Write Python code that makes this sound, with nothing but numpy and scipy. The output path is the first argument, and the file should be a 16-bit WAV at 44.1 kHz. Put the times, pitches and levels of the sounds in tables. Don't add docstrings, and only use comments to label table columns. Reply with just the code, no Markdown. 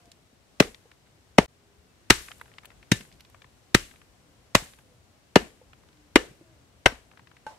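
import sys
import numpy as np
from scipy import signal
from scipy.io import wavfile

SR = 44100
rng = np.random.default_rng(int(sys.argv[2]) if len(sys.argv) > 2 else 0)


def store_wav(level_fs):
    pcm = np.round(np.clip(np.atleast_2d(level_fs), -1, 1) * 32767)
    wavfile.write(sys.argv[1], SR, pcm.T.astype(np.int16))


N = 334278

# pitch in Hz, likeness (0 or less = unrelated, 1 = same).
AIR_ALIKE = [(60, 0.68), (180, 0.74), (550, 0.39), (1650, -0.04), (4970, -0.01), (15000, 0.06)]
BREAK_S, GAP_S = 1.461, 0.017
BRIGHT_HZ = 2000


def amp(db):
    return 10 ** (np.asarray(db) / 20)


def at_hz(points, hz, axis=1):
    points = np.array(points)
    return np.interp(np.log(hz), np.log(points[:, 0]), points[:, axis])


def decay(t60, size):
    return amp(-60 * np.arange(size) / SR / t60)


def sides(pan_db):
    return amp([[pan_db / 2], [-pan_db / 2]])


def drift(rate_hz):
    step = 40
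    memory = np.exp(-2 * np.pi * rate_hz * step / SR)
    white = rng.standard_normal(N // step + 2002)
    slow = signal.lfilter([1], [1, -2 * memory, memory ** 2], white)[2000:]
    return np.interp(np.arange(N) / step, np.arange(len(slow)), slow / slow.std())


def banded(white, likeness, gain):
    edges = 24 * 2 ** np.arange(0, 9.6, 0.5)
    out = 0
    for k, (low, high) in enumerate(zip(edges, edges[1:])):
        band = signal.butter(2, [low, high], "band", fs=SR, output="sos")
        mid, side = signal.sosfilt(band, white[k % len(white)])
        hz = np.sqrt(low * high)
        alike = np.clip(at_hz(likeness, hz), 0, 1)
        stereo = np.sqrt(1 + alike) * mid + np.sqrt(1 - alike) * side * [[1], [-1]]
        out = out + gain(hz) * stereo
    return out


def add(out, sound, s):
    i = round(s * SR)
    out[:, i:i + sound.shape[1]] += sound[:, :N - i]


def air(patchy_db=1.0):
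    # pitch in Hz, relative level in dB.
    colour = [(13, -43), (22, -34), (53, -4.5), (106, -4), (164, -9.5), (335, -12.5), (396, -12),
              (442, -15.5), (480, -12.5), (1010, -19.5), (2370, -22.5), (7940, -28), (15800, -41.5)]
    # time in seconds, level in dB.
    loudness = [(0.0, -58.5), (0.36, -61.5), (0.69, -58), (0.99, -60.5), (1.88, -59.5), (2.4, -57),
                (5.07, -59), (6.33, -58.5), (6.88, -59.5), (7.58, -58.5)]
    together = drift(0.5)

    def gain(hz):
        wavering = 0.6 * together + drift(6)
        return amp(at_hz(colour, hz) + patchy_db * (300 / hz) ** 0.46 * wavering)

    noise = banded(rng.standard_normal((2, 2, N)), AIR_ALIKE, gain)
    t = np.arange(N) / SR
    s, level_db = np.transpose(loudness)
    level = amp(np.interp(t, s, level_db))
    gap_times = BREAK_S + np.array([0, 0.004, GAP_S, GAP_S + 0.004])
    gap = np.interp(t, gap_times, [1, 0.027, 0.034, 0.85])
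    return noise / noise.std() * level * gap * sides(2.5)


def tones():
    # start in seconds, end in seconds, first pitch in Hz, last pitch in Hz, mean level in dB.
    glides = [(-.04, .15, 710, 680, -63), (1.48, 1.95, 410, 405, -68), (1.87, 1.93, 2600, 2700, -72),
              (4.2, 4.38, 310, 280, -65), (4.84, 4.97, 500, 490, -66), (5.9, 6.13, 300, 290, -63),
              (6.4, 6.62, 700, 560, -66), (6.42, 6.56, 350, 315, -62), (6.55, 6.7, 290, 270, -66)]
    out = np.zeros((2, N))
    for start, end, from_hz, to_hz, level_db in glides:
        size = round((end - start) * SR)
        hz = np.linspace(from_hz, to_hz, size) * (1 + 0.01 * drift(8)[:size])
        level = amp(level_db + 2.5 * drift(12)[:size])
        glide = np.sin(2 * np.pi * np.cumsum(hz) / SR) * np.sqrt(np.hanning(size)) * level
        heard = glide[max(round(-start * SR), 0):]
        add(out, heard * np.ones((2, 1)), max(start, 0))
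    return out


def lumps(size=SR // 5):
    # start in seconds, level in dB, pitch in Hz.
    plops = [(0.075, -52, 285), (0.329, -50.5, 229), (0.666, -38, 410), (0.855, -47.5, 473),
             (3.006, -36.5, 201), (3.45, -47, 121.3), (4.623, -36.5, 153), (5.42, -34, 236),
             (5.614, -44.5, 501), (6.31, -42.5, 166), (6.411, -41, 327), (6.923, -34.5, 250)]
    out, t = np.zeros((2, N)), np.arange(size) / SR
    envelope = decay(0.047, size) * (1 - np.exp(-t / 0.00073))
    for s, level_db, hz in plops:
        plop = np.sin(2 * np.pi * hz * t) + 0.32 * np.sin(2 * np.pi * 1.73 * hz * t)
        add(out, amp(level_db) * plop * envelope * np.ones((2, 1)), s)
    return out


def crumbs(count=14, mean_db=-68):
    low = [0, mean_db - 4, 1000, -25, -5]
    high = [N / SR, mean_db + 4, 4500, -5, 7]
    return list(rng.uniform(low, high, (count, 5)))


def ticks(size=SR // 10):
    # start in seconds, level in dB, pitch in Hz, bright edge in dB, left over right in dB.
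    scraps = [(0.0548, -66, 5660, -13, -1), (0.1163, -54.5, 4900, -2, -2), (0.6233, -26.5, 1400, -14, 1),
              (0.7449, -49.5, 3160, -6, 4), (0.9143, -54, 2170, -26.5, 2.5), (2.2608, -63, 6870, 8, -5),
              (2.2842, -44, 1770, -15, 0), (2.308, -50, 1010, -9, 10), (2.3154, -43, 2140, -20, -2),
              (2.381, -70, 10000, -5, -5), (2.397, -59, 2000, -20, 2.5), (2.4123, -39.5, 1440, -2.5, 1),
              (2.4573, -54, 1480, -24.5, -1), (2.4787, -58.5, 1450, -13, 2), (2.515, -57, 1300, -18, 11),
              (2.5378, -59, 2590, -17, 3), (2.5829, -44, 2140, -35, 3.5), (2.6334, -54, 1510, 0.5, 5),
              (2.646, -50, 1700, -4, 2), (2.6543, -48, 2780, 11.5, 8), (2.7028, -54, 1870, -21, 6),
              (2.7164, -56, 1390, -16, 6), (2.8275, -51, 1850, -24, 4), (3.008, -46, 2000, -14, 4),
              (3.05, -55, 1770, -11, 0), (3.1148, -61, 2650, -5, .1), (3.1246, -59, 3600, -14, 7),
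              (3.1972, -61, 3000, 5, 2), (3.2056, -52, 3500, 7, -5), (3.2485, -57, 2770, -22, -1),
              (3.2984, -63, 1980, 14.5, -1), (3.3448, -49.5, 1370, -24, 6.5), (3.4186, -52.5, 2330, -33, 7),
              (3.443, -52, 1770, -20, 6), (3.911, -53.5, 1870, -24, 9), (3.938, -56, 1100, -20, 2),
              (3.9585, -58, 2070, -15, 3), (4.0153, -55, 1864, -21, 5), (4.7346, -54.5, 2640, -6, 2),
              (4.787, -53.5, 1700, 2, 1), (5.7315, -50, 1660, -19, -4), (5.8336, -57.5, 1042, -19, 0),
              (5.887, -64, 2800, -15, .1), (5.929, -66, 3000, -8, -2), (6.88, -42, 2210, 9, -1),
              (7.1137, -53, 1540, -13, 3), (7.1338, -57.5, 1030, -18, 10), (7.1731, -52.5, 1830, -26, 8),
              (7.1937, -51.5, 1550, -23, 8), (7.2714, -55.5, 1820, -18, 11),
              (7.3142, -54.5, 1510, -19.5, 7), (7.3668, -52, 1790, -26.5, 7), (7.436, -63, 1000, 0, -1)]
    resonance_db = 19
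    out = np.zeros((2, N))
    envelope = decay(0.022, size) * (1 - decay(0.005, size))
    edge_band = signal.butter(2, [4500, 13000], "band", fs=SR, output="sos")
    for s, level_db, hz, bright_db, pan_db in scraps + crumbs():
        burst = rng.standard_normal((2, size)) * envelope
        burst[1] = 0.43 * burst[0] + 0.9 * burst[1]
        body_band = signal.butter(2, [hz / 2.02, hz * 1.52], "band", fs=SR, output="sos")
        body = signal.sosfilt(body_band, burst)
        edge = signal.sosfilt(edge_band, burst)
        tick = amp(resonance_db) * body + amp(bright_db) * edge
        add(out, amp(level_db) * tick * sides(pan_db), s)
    return out


def colour_db(hz, thump_hz, thump_db, knock_hz, knock_db, bright_db):
    # pitch in Hz, level in dB.
    plain = [(100, -29), (200, -23), (340, -20), (600, -23), (1050, -16.5), (2050, -10), (4200, -15.5),
             (7700, -19.5), (12500, -32.5)]
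    thump_octaves, knock_octaves = 0.6, 0.66
    thump = thump_db * np.exp(-(np.log2(hz / thump_hz) / thump_octaves) ** 2)
    knock = knock_db * np.exp(-(np.log2(hz / knock_hz) / knock_octaves) ** 2)
    tilt = bright_db * max(np.log2(hz / BRIGHT_HZ), 0)
    return at_hz(plain, hz) + thump + knock + tilt


def stems(patchy_db=1.5, size=SR // 2, count=130):
    points = rng.standard_normal(count)
    return amp(patchy_db * np.interp(np.arange(size), np.linspace(0, size, count), points))


def scatter(after, colour, scatter_db, reach):
    # pitch in Hz, level in dB, t60 in seconds before each blow's own share.
    grove = [(60, -12.5, 0.38), (250, -5, 0.3), (990, -4.5, 0.22), (3000, -6.5, 0.28), (6340, -1.5, 0.27),
             (10400, -1, 0.48), (15000, -2.5, 0.3)]
    drive_db = 52
    arriving = (1 - np.exp(-after / 0.031)) * (1 + 2.2 * np.exp(-after / 0.035))

    def gain(hz):
        level = amp(scatter_db + drive_db + colour_db(hz, *colour) + at_hz(grove, hz)) / np.sqrt(hz)
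        dying = amp(-60 * after / (reach * at_hz(grove, hz, axis=2)))
        return level * arriving * dying * stems()

    return banded(rng.standard_normal((2, 2, len(after))), AIR_ALIKE, gain)


def blade(struck, bright_db, ring_db, lead_hz, lead_db, second_hz, second_db):
    # pitch in Hz, relative level in dB, t60 in seconds.
    modes = [(872, -20, .14), (1542, -9, .09), (1765, -4, .13), (2880, -1, .07), (3750, -5, .1),
             (5575, -7, .13), (6550, -5, .08), (7495, -4, .11), (10320, -7, .08)]
    follows, spread_db = 1.5, 3
    hz, db, t60 = np.array(modes).T[:, :, None]
    tilt = follows * bright_db * np.log2(hz / BRIGHT_HZ)
    db = db + ring_db + tilt + spread_db * rng.standard_normal(hz.shape)
    db[hz == lead_hz], db[hz == second_hz] = lead_db, second_db
    return np.sum(np.sin(2 * np.pi * hz * struck) * amp(db - 60 * struck / t60), axis=0)


def stump(struck, colour):
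    # pitch in Hz, relative level in dB, t60 in seconds without meat.
    modes = [(32.2, -4, 0.083), (59, -19.5, 0.44), (109.5, 1.5, 0.076), (185, 6, 0.045), (298, 7, 0.025),
             (403, -0.5, 0.036), (569, 0.16, 0.025), (937, -4.5, 0.023)]
    damping = 0.8
    thud = 0
    for k, (hz, db, t60) in enumerate(modes):
        level = amp(colour_db(hz, *colour) + db + 4.5) * (-1) ** k
        thud = thud + level * np.sin(2 * np.pi * hz * struck) * amp(-60 * struck / (t60 * damping))
    landed = 1 - np.exp(-struck / 0.0002)
    return landed * thud


def crackle(t, cut_ms, colour, splatter_db, reach):
    # pitch in Hz, likeness (0 = unrelated, 1 = same).
    alike = [(100, 1), (600, 0.5), (1500, 0.41), (4000, 0.1), (12000, 0.6)]
    drive_db = 39.5
    cut = cut_ms / 1000
    after = np.maximum(t - cut, 0)
    crack_t60 = 0.05 - 0.006 * cut_ms
    swell = amp(-30 * np.maximum(1 - t / cut, 0)) * np.minimum(t / cut * 3, 1)
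    splatter = amp(splatter_db) * amp(-60 * after / (0.065 * reach))
    fall = amp(-60 * after / crack_t60) + splatter
    fibres = rng.standard_normal((2, 2, len(t))) * amp(1.9 * rng.standard_normal(len(t)))

    def gain(hz):
        thin_lows = min(1, hz / 900) ** 0.5
        return amp(colour_db(hz, *colour) + drive_db) / np.sqrt(hz) * thin_lows

    return banded(fibres * swell * fall, alike, gain)


def blow(row, size=SR // 2):
    _, level_db, *colour, cut_ms, lag_ms, splatter_db, scatter_db, reach, pan_db = row[:13]
    t, cut = np.arange(size) / SR, cut_ms / 1000
    after = np.maximum(t - cut, 0)
    struck = np.maximum(t - cut - lag_ms / 1000, 0)
    crack = crackle(t, cut_ms, colour, splatter_db, reach)
    thud = stump(struck, colour)
    ring = blade(struck, colour[-1], *row[13:])
    wash = scatter(after, colour, scatter_db, reach)
    return (amp(level_db) * (crack + thud + wash) + ring) * sides(pan_db)


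def chopping():
    # time in seconds, level in dB (not of the ring), thump pitch in Hz, thump in dB,
    # knock pitch in Hz, knock in dB, brightness in dB per octave, cut time in ms, thud lag in ms,
    # splatter in dB, scatter in dB, factor on splatter and scatter t60, left over right in dB,
    # blade ring in dB, leading blade mode in Hz, its level in dB, second leading mode in Hz, its level in dB.
    blows = [(0.602, 3, 210, 6, 520, 13, -.5, 4.16, 1.24, -16, -32, 1, 2.1, -52, 7495, -45, 2880, -45),
             (1.385, 6, 190, 6, 600, 15, -2, 6.3, -0.58, -15, -34.5, 1.01, 2.1, -50, 1765, -32, 872, -40),
             (2.105, 10, 180, -7, 650, -6, 1.5, 6.05, -1.2, -17, -39.5, 1.75, 3.8, -40, 3750, -31, 5575, -33),
             (2.918, 0.5, 140, 13, 1000, -8, .1, 4.2, -0.95, -16, -31, 1.15, 3, -29, 3750, -27, 1765, -30),
             (3.7476, 6, 100, 4, 850, -6, .1, 4.33, -0.9, -16, -36, 1.38, 2.5, -43, 7495, -38, 1765, -42),
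             (4.552, 5.5, 300, -4, 600, 5, 1, 5.5, -1.9, -16, -36.5, 1.4, 1.6, -36, 7495, -28, 2880, -31),
             (5.358, 5, 220, 7, 550, 12, -2.5, 2.9, 2.1, -14, -34, 1.24, 3.5, -36, 2880, -19, 1765, -31),
             (6.158, 5.5, 115, -16, 420, 12, -2.5, 3.13, -0.1, -16, -35, 1.33, 1.7, -30, 2880, -16, 1765, -25),
             (6.86, 6, 195, -15, 650, 8, -3.5, 3.64, -0.47, -17, -36.5, 1.24, 4, -33, 1542, -17, 5575, -35),
             (7.466, -36, 120, 9, 700, 19, .4, 0.51, -0.4, -14, -14.5, 1.9, -0.5, -60, 872, -31, 1542, -38)]
    out = np.zeros((2, N))
    for row in blows:
        start, sound = row[0] - row[7] / 1000, blow(row)
        if 0 < BREAK_S - start < 1 / 4:
            sound[:, round((BREAK_S - start) * SR):] = 0
        add(out, sound, start)
    return out


def scene():
    return air() + tones() + lumps() + ticks() + chopping()


def record(dry):
    hard = dry / (1 + np.abs(dry) ** 8) ** (1 / 8)
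    top_cut = signal.cheby2(20, 70, 16138.5, fs=SR, output="sos")
    return signal.sosfilt(top_cut, hard)


dry = scene()
out = record(dry)
store_wav(out)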